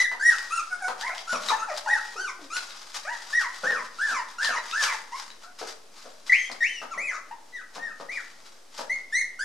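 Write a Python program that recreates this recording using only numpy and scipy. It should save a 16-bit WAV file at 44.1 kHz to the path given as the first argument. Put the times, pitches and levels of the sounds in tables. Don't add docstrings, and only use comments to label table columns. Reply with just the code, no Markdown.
import sys
import numpy as np
from scipy import signal
from scipy.fft import rfft, irfft, next_fast_len
from scipy.io import wavfile
from scipy.ndimage import map_coordinates

SR = 44100
rng = np.random.default_rng(int(sys.argv[2]) if len(sys.argv) > 2 else 0)


def inscribe(sig):
    pcm = np.round(np.clip(np.atleast_2d(sig).T, -1, 1) * 32767)
    wavfile.write(sys.argv[1], SR, pcm.astype(np.int16))


N = 416304
TOP_HZ = 15100
LEFT_RIGHT = np.array([[1], [-1]])


def undb(db):
    return 10 ** (np.asarray(db) / 20)


def unit(x):
    return x / np.sqrt(np.mean(x ** 2))


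def lookup(points, hz):
    point_hz, value = np.transpose(sorted(points))
    return np.interp(np.log(np.maximum(hz, 1)), np.log(point_hz), value)


def colour(x, points):
    size = next_fast_len(x.shape[-1] + 4096)
    hz = np.linspace(0, SR / 2, size // 2 + 1)
    gain = unit(undb(lookup(points, hz)))
    return irfft(rfft(x, size) * gain, size)[..., :x.shape[-1]]


def wander(n, rate_hz):
    knots = np.arange(n) / SR * rate_hz
    return map_coordinates(rng.standard_normal(4096), [knots], order=3, mode="wrap")


def ring(x, hz, width_hz):
    return signal.lfilter(*signal.iirpeak(hz, hz / width_hz, fs=SR), x)


def add(track, start_s, sound):
    start = max(int(start_s * SR), 0)
    part = sound[..., :max(N - start, 0)]
    track[..., start:start + part.shape[-1]] += part


def place(x, pan_db):
    return x * undb(pan_db * LEFT_RIGHT / 2)


# frequency in Hz, relative level in dB.
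AIR_SPECTRUM = [(20, -3.5), (60, -16), (120, -15.5), (220, -5.5), (600, -3.5), (2000, -11.5), (3000, -13),
                (5500, -10.5), (10500, -19.5), (15000, -31.5)]


def air(mid_db=-57.5, side_db=-5):
    mid, side = colour(rng.standard_normal((2, N)), AIR_SPECTRUM)
    return undb(mid_db) * (mid + undb(side_db) * side * LEFT_RIGHT)


# start in seconds, relative level in dB, hardness in dB, panel ring in Hz.
BUMPS = [(0.113, -43.5, 19.5, 970), (0.878, -30, 9.5, 1000), (1.327, -16, -8.5, 680),
         (1.496, -31.5, 3, 1250), (2.568, -42, 2.5, 675), (3.632, -21.5, -7, 510), (3.701, -24, 4, 480),
         (4.112, -27, -17, 980), (4.482, -30.5, 9, 443), (5.61, -27, -5.5, 464), (6.046, -33.5, -22.5, 630),
         (6.495, -25, -6, 734), (6.815, -23.5, -2, 930), (6.958, -24.5, -17, 674), (7.756, -23.5, -13, 907),
         (7.996, -25.5, -13, 545), (8.786, -23.5, -5.5, 650)]
# frequency in Hz, relative level in dB.
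BOX_SPECTRUM = [(50, -53), (115, -18), (170, -13.5), (230, -6.5), (330, -12), (440, -4), (630, 0),
                (900, -2.5), (1400, 1), (2000, -10.5), (5000, -14.5), (15000, -39.5)]


def bumps(fade_s=0.018, rise_s=0.0028, crumple_db=4, gain_db=-9.0, edge_hz=1000, panel_db=2, panel_width_hz=150):
    out = np.zeros(N)
    t = np.arange(SR // 5) / SR
    lowpass = signal.butter(1, edge_hz, fs=SR, output="sos")
    for start_s, level_db, hardness_db, ring_hz in BUMPS:
        push = rng.standard_normal(len(t)) * np.exp(-t / fade_s) * (1 - np.exp(-t / rise_s))
        push = push * undb(crumple_db * wander(len(t), 300))
        soft = signal.sosfilt(lowpass, push)
        knock = soft + undb(hardness_db) * (push - soft)
        panel = undb(panel_db) * ring(knock, ring_hz, panel_width_hz)
        add(out, start_s, undb(level_db + gain_db) * (knock + panel))
    return colour(out, BOX_SPECTRUM)


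# start in seconds, relative level in dB, ring in Hz.
TICKS = [(0.383, -27, 5000), (1.011, -24.5, 3460), (1.148, -32, 3660), (1.1807, -25, 4700),
         (1.435, -29, 4130), (1.4862, -19, 3840), (1.7665, -30, 4600), (2.5666, -17.5, 4150),
         (2.7067, -31, 4840), (2.944, -29, 5140), (3.1276, -38, 5140), (3.9446, -40, 5540),
         (4.4467, -17, 4020), (4.582, -28.5, 4000), (4.713, -26.5, 3700), (4.8389, -15, 4600),
         (5.3033, -34, 3900), (5.5856, -50, 5600), (6.5156, -27, 5100), (7.7553, -40, 4550),
         (8.1192, -37, 5000)]


def ticks(fade_s=0.0016, gain_db=-3, ring_db=8, ring_width_hz=160):
    out = np.zeros(N)
    t = np.arange(SR // 20) / SR
    for start_s, level_db, ring_hz in TICKS:
        crack = rng.standard_normal(len(t)) * np.exp(-t / fade_s)
        ringing = undb(ring_db) * ring(crack, ring_hz, ring_width_hz)
        add(out, start_s, undb(level_db + gain_db) * (crack + ringing))
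    return colour(out, [(500, -14.5), (2300, 1.5), (4400, 5.5), (9000, -12), (15000, -34)])


# loudest moment in seconds, swell in seconds, fade in seconds, relative level in dB.
SCUFFS = [(0.017, 0.19, 0.015, -29.5), (.32, 0.035, 0.18, -36.5), (.58, 0.017, 0.16, -45),
          (.88, 0.016, 0.022, -53), (1.012, 0.017, 0.033, -36), (1.19, 0.12, 0.042, -40),
          (1.329, 0.028, 0.012, -31), (1.494, 0.068, 0.045, -29), (1.776, 0.023, 0.023, -32),
          (2.05, 0.19, 0.1, -40.5), (2.566, 0.023, 0.081, -33), (2.76, 0.13, 0.42, -43),
          (2.949, 0.0054, 0.041, -32), (3.135, 0.019, 0.22, -41.5), (3.308, 0.01, 0.047, -35.5),
          (3.415, 0.02, 0.021, -32.5), (3.55, 0.061, 0.058, -41), (3.67, 0.031, 0.035, -37.5),
          (3.85, 0.023, 0.021, -42.5), (4.12, 0.08, 0.031, -35.5), (4.3, 0.015, 0.045, -44.5),
          (4.453, 0.02, 0.034, -26), (4.71, 0.055, 0.022, -35.5), (4.837, 0.03, 0.031, -23),
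          (4.93, 0.033, 0.075, -37), (5.188, 0.033, 0.063, -37.5), (5.425, 0.013, 0.051, -46),
          (5.589, 0.0016, 0.037, -36.5), (5.699, 0.047, 0.034, -38), (5.975, 0.026, 0.15, -46),
          (6.266, 0.004, 0.09, -40), (6.522, 0.0057, 0.048, -42), (7.755, 0.0098, 0.026, -40),
          (8.005, 0.012, 0.039, -47), (8.124, 0.0077, 0.15, -43.5), (8.46, 0.016, 0.057, -46.5),
          (8.789, 0.027, 0.037, -36)]
# time in seconds, relative level in dB.
STIRRING = [(0, -56.5), (4.7, -53.5), (5.1, -63.5), (9.4, -64)]
# frequency in Hz, relative level in dB.
CLOTH_LOW = [(100, -54), (200, -33.5), (400, -16), (1000, 0.5)]
CLOTH_HIGH = [(1530, -1), (2600, -6), (4010, -1), (4380, -4.5), (4740, 0.5), (6650, -5.5), (12300, -21.5),
              (15000, -55.5)]


def scuffs(grain_db=4, catch_db=2.5, stir_db=4.0, snag_rate_hz=30, snag_db=9, snag_s=0.00081):
    t = np.arange(N) / SR
    power = undb(np.interp(t, *np.transpose(STIRRING)) + stir_db * wander(N, 14)) ** 2
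    for peak_s, swell_s, fade_s, level_db in SCUFFS:
        distance = np.maximum((peak_s - t) / swell_s, (t - peak_s) / fade_s)
        power = power + undb(level_db) ** 2 * np.exp(-2 * np.minimum(distance, 20))
    noise = rng.standard_normal(N)
    grain_level_db = grain_db * np.minimum(rng.exponential(size=N), 4) + catch_db * wander(N, 160)
    grains = unit(noise * undb(grain_level_db))
    snags = (rng.random(N) < snag_rate_hz / SR) * rng.random(N)
    crackle = signal.lfilter([1], [1, -np.exp(-1 / (snag_s * SR))], snags)
    grains = unit(grains * (1 + undb(snag_db) * crackle))
    return colour(grains, CLOTH_LOW + CLOTH_HIGH) * np.sqrt(power)


def course(t, rest, lead_s, turn_hz, width_in_s, width_out_s):
    width_s = np.where(t < lead_s, width_in_s, width_out_s)
    return turn_hz * (rest + (1 - rest) * np.exp(-((t - lead_s) / width_s) ** 2))


# pitch in Hz, relative level in dB.
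STRENGTH = [(300, -17.5), (700, -11.5), (950, -7), (1300, -9.5), (1700, -6), (1950, 1.5), (2150, -2),
            (2500, -10.5), (3200, -26)]


def loudness(t, length_s, pitch_hz, start_db, attack_s=0.022, release_db=-6, release_s=0.026, tire_db_per_s=-27):
    start = start_db * np.exp(-t / attack_s)
    end = release_db * np.exp(-np.maximum(length_s - t, 0) / release_s)
    return start + end + tire_db_per_s * t + lookup(STRENGTH, pitch_hz)


# frequency in Hz, relative level in dB.
THROAT = [(300, -16), (700, -5), (1300, -2), (1950, 3.5), (2450, -2), (3200, -20), (4200, -14), (5100, -8),
          (6100, -6), (6800, -9), (7800, -15), (10300, -16), (14000, -64.5)]
BEAM_HZ = (2980, 9600)


def cry(row, rest, facing_db, split=0.26, hiss_db=-25, hiss_hz=4900, hiss_width_hz=3600,
        jitter=0.0034, low_jitter=0.0049, clear_hz=1500, fray=0.39, shimmer=0.25, flutter_db=4,
        attack_s=0.00404, release_s=0.005, slope_db=-1.0, even_db=-3, rasp_db=-23, count=17,
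        creak_s=0.085, creak_jitter=0.079, creak_rasp=0.39):
    lead_s, trail_s, turn_hz, width_in_s, width_out_s, effort_db, start_db, second_db, upper_db, hoarse = row
    length_s = lead_s + trail_s
    total_s = length_s + 2 * release_s
    t = np.arange(int(total_s * SR)) / SR
    n = len(t)
    pitch = course(t, rest, lead_s, turn_hz, width_in_s, width_out_s)
    level_db = effort_db + loudness(t, length_s, pitch, start_db)

    slack = np.clip(2 * (1 - pitch / clear_hz), 0, 1)
    creak = hoarse * np.clip((t - lead_s) / creak_s, 0, 1) ** 2
    scatter = jitter + low_jitter * slack + creak_jitter * creak
    pitch = pitch * (1 + scatter * wander(n, 257.1))
    phase = 2 * np.pi * np.cumsum(pitch) / SR

    tone = np.sin(phase)
    for k in range(2, count):
        folds_db = second_db if k == 2 else upper_db + slope_db * (k - 3) + even_db * (k % 2 == 0)
        throat_db = lookup(THROAT, k * pitch) - lookup(THROAT, pitch)
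        beam_db = facing_db * np.interp(k * pitch, BEAM_HZ, (0, 1))
        overtone = np.sin(k * (phase + fray * hoarse * wander(n, 452))) * (k * pitch < TOP_HZ)
        tone = tone + undb(folds_db + throat_db + beam_db + flutter_db * wander(n, 73.2)) * overtone

    rasp = undb(rasp_db) * (1 + slack) + creak_rasp * creak
    tone = tone * (1 + shimmer * wander(n, 153.0) + rasp * wander(n, 700))
    tone = tone * (1 + split * creak * np.sin(phase / 2))
    gate = np.clip(t / attack_s, 0, 1) * np.clip((total_s - t) / (2 * release_s), 0, 1)
    puffs = rng.standard_normal(SR)[:n] * (1 + np.cos(phase))
    puffs = puffs * undb(hiss_db - lookup(STRENGTH, pitch))
    hiss = ring(ring(puffs, hiss_hz, hiss_width_hz), hiss_hz, hiss_width_hz)
    return (np.sqrt(2) * tone + hiss) * gate * undb(level_db)


# start in seconds, lead to the crest in seconds,
# trail after it in seconds, crest pitch in Hz, width of the rise in seconds, width of the fall in seconds,
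# effort in dB, start offset in dB, 2nd harmonic in dB, upper harmonics in dB, hoarseness 0-1.
YELPS = [ (0.0, 0.032, 0.027, 2006, 0.21, 0.05, -20, 3.5, 2, -6, 0.05),
         (.195, 0.086, 0.059, 1927, 0.11, 0.062, -16.5, -15.5, -11, -7.5, 0.1),
         (.505, 0.047, 0.051, 1383, 0.084, 0.1, -17, -14.5, -6, -14.5, 0),
         (1.005, 0.075, 0.029, 1062, 0.072, 0.026, -27.5, -12, -5, -21, 0.8),
         (1.27, .042, 0.052, 1467, .085, .065, -19, -18, -8.5, -10, 0.3),
         (1.87, 0.049, 0.073, 1923, 0.051, 0.072, -20.5, -9, -8, -11, 0.25),
         (2.16, 0.062, 0.082, 1548, 0.084, 0.078, -25.5, -7, -5.5, -6, 0.5),
         (2.5, 0.075, 0.007, 1477, .11, 0.095, -24, -16.5, -5, -2, .3),
         (3.048, 0.069, 0.031, 974, .055, 0.072, -31, -1.5, -2.5, -11, 0),
         (3.327, 0.046, 0.1, 1933, 0.086, 0.051, -22.5, -0.5, -7, -11.5, 0.21),
         (3.634, 0.063, 0.11, 1865, 0.073, 0.071, -22, -4, -10, -12, 0.39),
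         (3.985, .062, 0.17, 1772, 0.072, 0.1, -21.5, -3.5, -9.5, -9, 0.24),
         (4.382, 0.069, 0.14, 1823, 0.081, 0.082, -22, -5, -7, -8, 0.61),
         (4.725, 0.067, 0.16, 1783, 0.071, 0.089, -22.5, -4, -5, -6, 0.58),
         (5.118, .042, 0.0028, 1087, 0.062, 0.065, -26, -6.5, -11, -9.5, 0.6),
         (5.43, 0.063, 0.044, 731, 0.12, 0.14, -49, -5.5, 2, -21, .6),
         (6.295, 0.0064, 0.0016, 2013, 0.048, 0.024, -7.5, -5, -7, -19, 0.4),
         (6.319, 0.066, 0.11, 3185, .053, 0.7, -16.5, 5, -14.5, -25, 0.2),
         (6.605, 0.0029, 0.031, 1875, .05, 0.078, -21.5, -8, 0, -11, .5),
         (6.622, .078, 0.108, 3090, 0.06, .19, -19.5, -3, -13, -19.5, 0.08),
         (6.907, 0.0095, 0.028, 1367, 0.15, 0.04, -26.5, -5.5, -10, -8.5, .7),
         (6.975, 0.071, 0.14, 2531, 0.084, 0.068, -27, -7, -14, -7.5, 1),
         (7.308, 0.018, 0.0028, 955, 0.028, 0.073, -25.5, -4, -19, -20, 1),
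         (7.522, 0.027, 0.071, 1973, 0.16, 0.07, -32.5, -30, -3, -12, 0.6),
         (7.785, 0.062, 0.074, 1867, 0.16, 0.077, -31.5, -22, -8.5, -12.5, 0.6),
         (8.085, 0.058, 0.061, 2452, 0.068, 0.046, -29, -14.5, -10, -13, 0.4),
         (8.895, 0.048, 0.003, 2169, 0.097, .1, -21.5, -7.5, -8.5, -14, 0.3),
         (9.123, 0.079, 0.014, 2158, 0.11, 0.03, -22, -7, 0, -8, 0),
         (9.39, 0.06, .0026, 1792, 0.084, .08, -24.5, -1.5, -2, -5.5, 0.2), ]
# start in seconds, lead to the trough in seconds,
# trail after it in seconds, trough pitch in Hz, width of the fall in seconds, width of the rise in seconds,
# effort in dB, start offset in dB, 2nd harmonic in dB, upper harmonics in dB, hoarseness 0-1.
WHIMPERS = [ (.7, 0.045, 0.014, 725, 0.16, 0.24, -35, -15, 9, -10.5, 0.16),
            (.8, 0.045, 0.063, 734, 0.073, 0.18, -23.5, -25, -5, -17, 0),
            (1.06, .035, 0.042, 1960, 0.0523, 0.04, -34.5, -4, -20, -24, 1),
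            (1.085, 0.019, 0.061, 658, 0.048, 0.0625, -29.5, -1, -12, -23, 0),
            (1.493, 0.031, 0.027, 875.5, .022, 0.17, -17, -2.5, -15, -23, 0.5),
            (1.578, 0.0096, 0.053, 1283, 0.044, 0.13, -18, -14, -11.5, -13.5, 0.8),
            (1.675, 0.041, 0.021, 611.6, 0.029, 0.047, -18.5, -11, -14, -17, 0.54),
            (1.86, .03, 0.081, 818.6, 0.05, 0.2, -24.5, 0.5, -18, -18.5, 0),
            (2.155, 0.027, 0.029, 348, 0.025, 0.037, -35.5, 7.5, -8.5, -30, 0.14),
            (2.39, 0.072, 0.0029, 272, 0.086, .08, -37, 3, -12, -39, 0.9), ]
YELP_REST, WHIMPER_REST = 0.48, 1.6
# time in seconds, left minus right in dB, treble from muzzle facing in dB.
LITTER = [(0, 2, -7), (.7, 1.5, 20), (1.4, 2, -1), (3.2, 1.8, -0.5), (4.6, 1, -4.5), (6.3, 3, -4),
          (8.2, 3.5, -3.5), (9.2, 1, 4)]


def puppies():
    out = np.zeros(N)
    times_s, pan_db, facing_db = np.transpose(LITTER)
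    for table, rest in (YELPS, YELP_REST), (WHIMPERS, WHIMPER_REST):
        for start_s, *row in table:
            add(out, start_s, cry(row, rest, np.interp(start_s, times_s, facing_db)))
    return place(out, np.interp(np.arange(N) / SR, times_s, pan_db))


# frequency in Hz, 60 dB decay time in seconds.
ROOM_T60 = [(200, 0.79), (1000, 0.56), (2000, 0.45), (5000, 0.33), (12000, 0.46)]


def room(x, wet_db, likeness, gap_s, build_s=0.002, apart_hz=7000):
    t = np.arange(int(0.7 * SR)) / SR
    hz, cell_s, (mid, side) = signal.stft(rng.standard_normal((2, len(t))), SR, nperseg=256)
    alike = np.clip(likeness, 0, 1) * np.exp(-(hz[:, None] / apart_hz) ** 2)
    cells = np.sqrt(1 + alike) * mid + np.sqrt(1 - alike) * np.array([side, -side])
    decay = np.exp(-np.log(1000) * cell_s / lookup(ROOM_T60, hz)[:, None])
    tail = signal.istft(cells * decay, SR)[1][:, :len(t)]
    tail = tail * np.clip((t - gap_s) / build_s, 0, 1) * (1 + 2.37 * np.exp(-t / 0.013))
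    response = unit(tail) / np.sqrt(len(t)) * undb(wet_db)
    return x + signal.fftconvolve(x, response, axes=1)[:, :N]


def scene():
    cries = room(undb(1.5) * puppies(), wet_db=-0.5, likeness=0.7, gap_s=0.0052)
    rustle = room(place(undb(-2.5) * scuffs(), pan_db=3.0), wet_db=-2.0, likeness=0.027, gap_s=0.00094)
    clicks = room(place(ticks(), pan_db=4.0), wet_db=2.0, likeness=0.18, gap_s=0.0067)
    knocks = room(place(bumps(), pan_db=3.0), wet_db=1.5, likeness=0.35, gap_s=0.0075)
    return air() + knocks + clicks + rustle + cries


def record(dry, offset=-0.0031):
    lowpass = signal.ellip(8, 0.2, 70, TOP_HZ, fs=SR, output="sos")
    return signal.sosfilt(lowpass, dry) + offset


dry = scene()
out = record(dry)
inscribe(out)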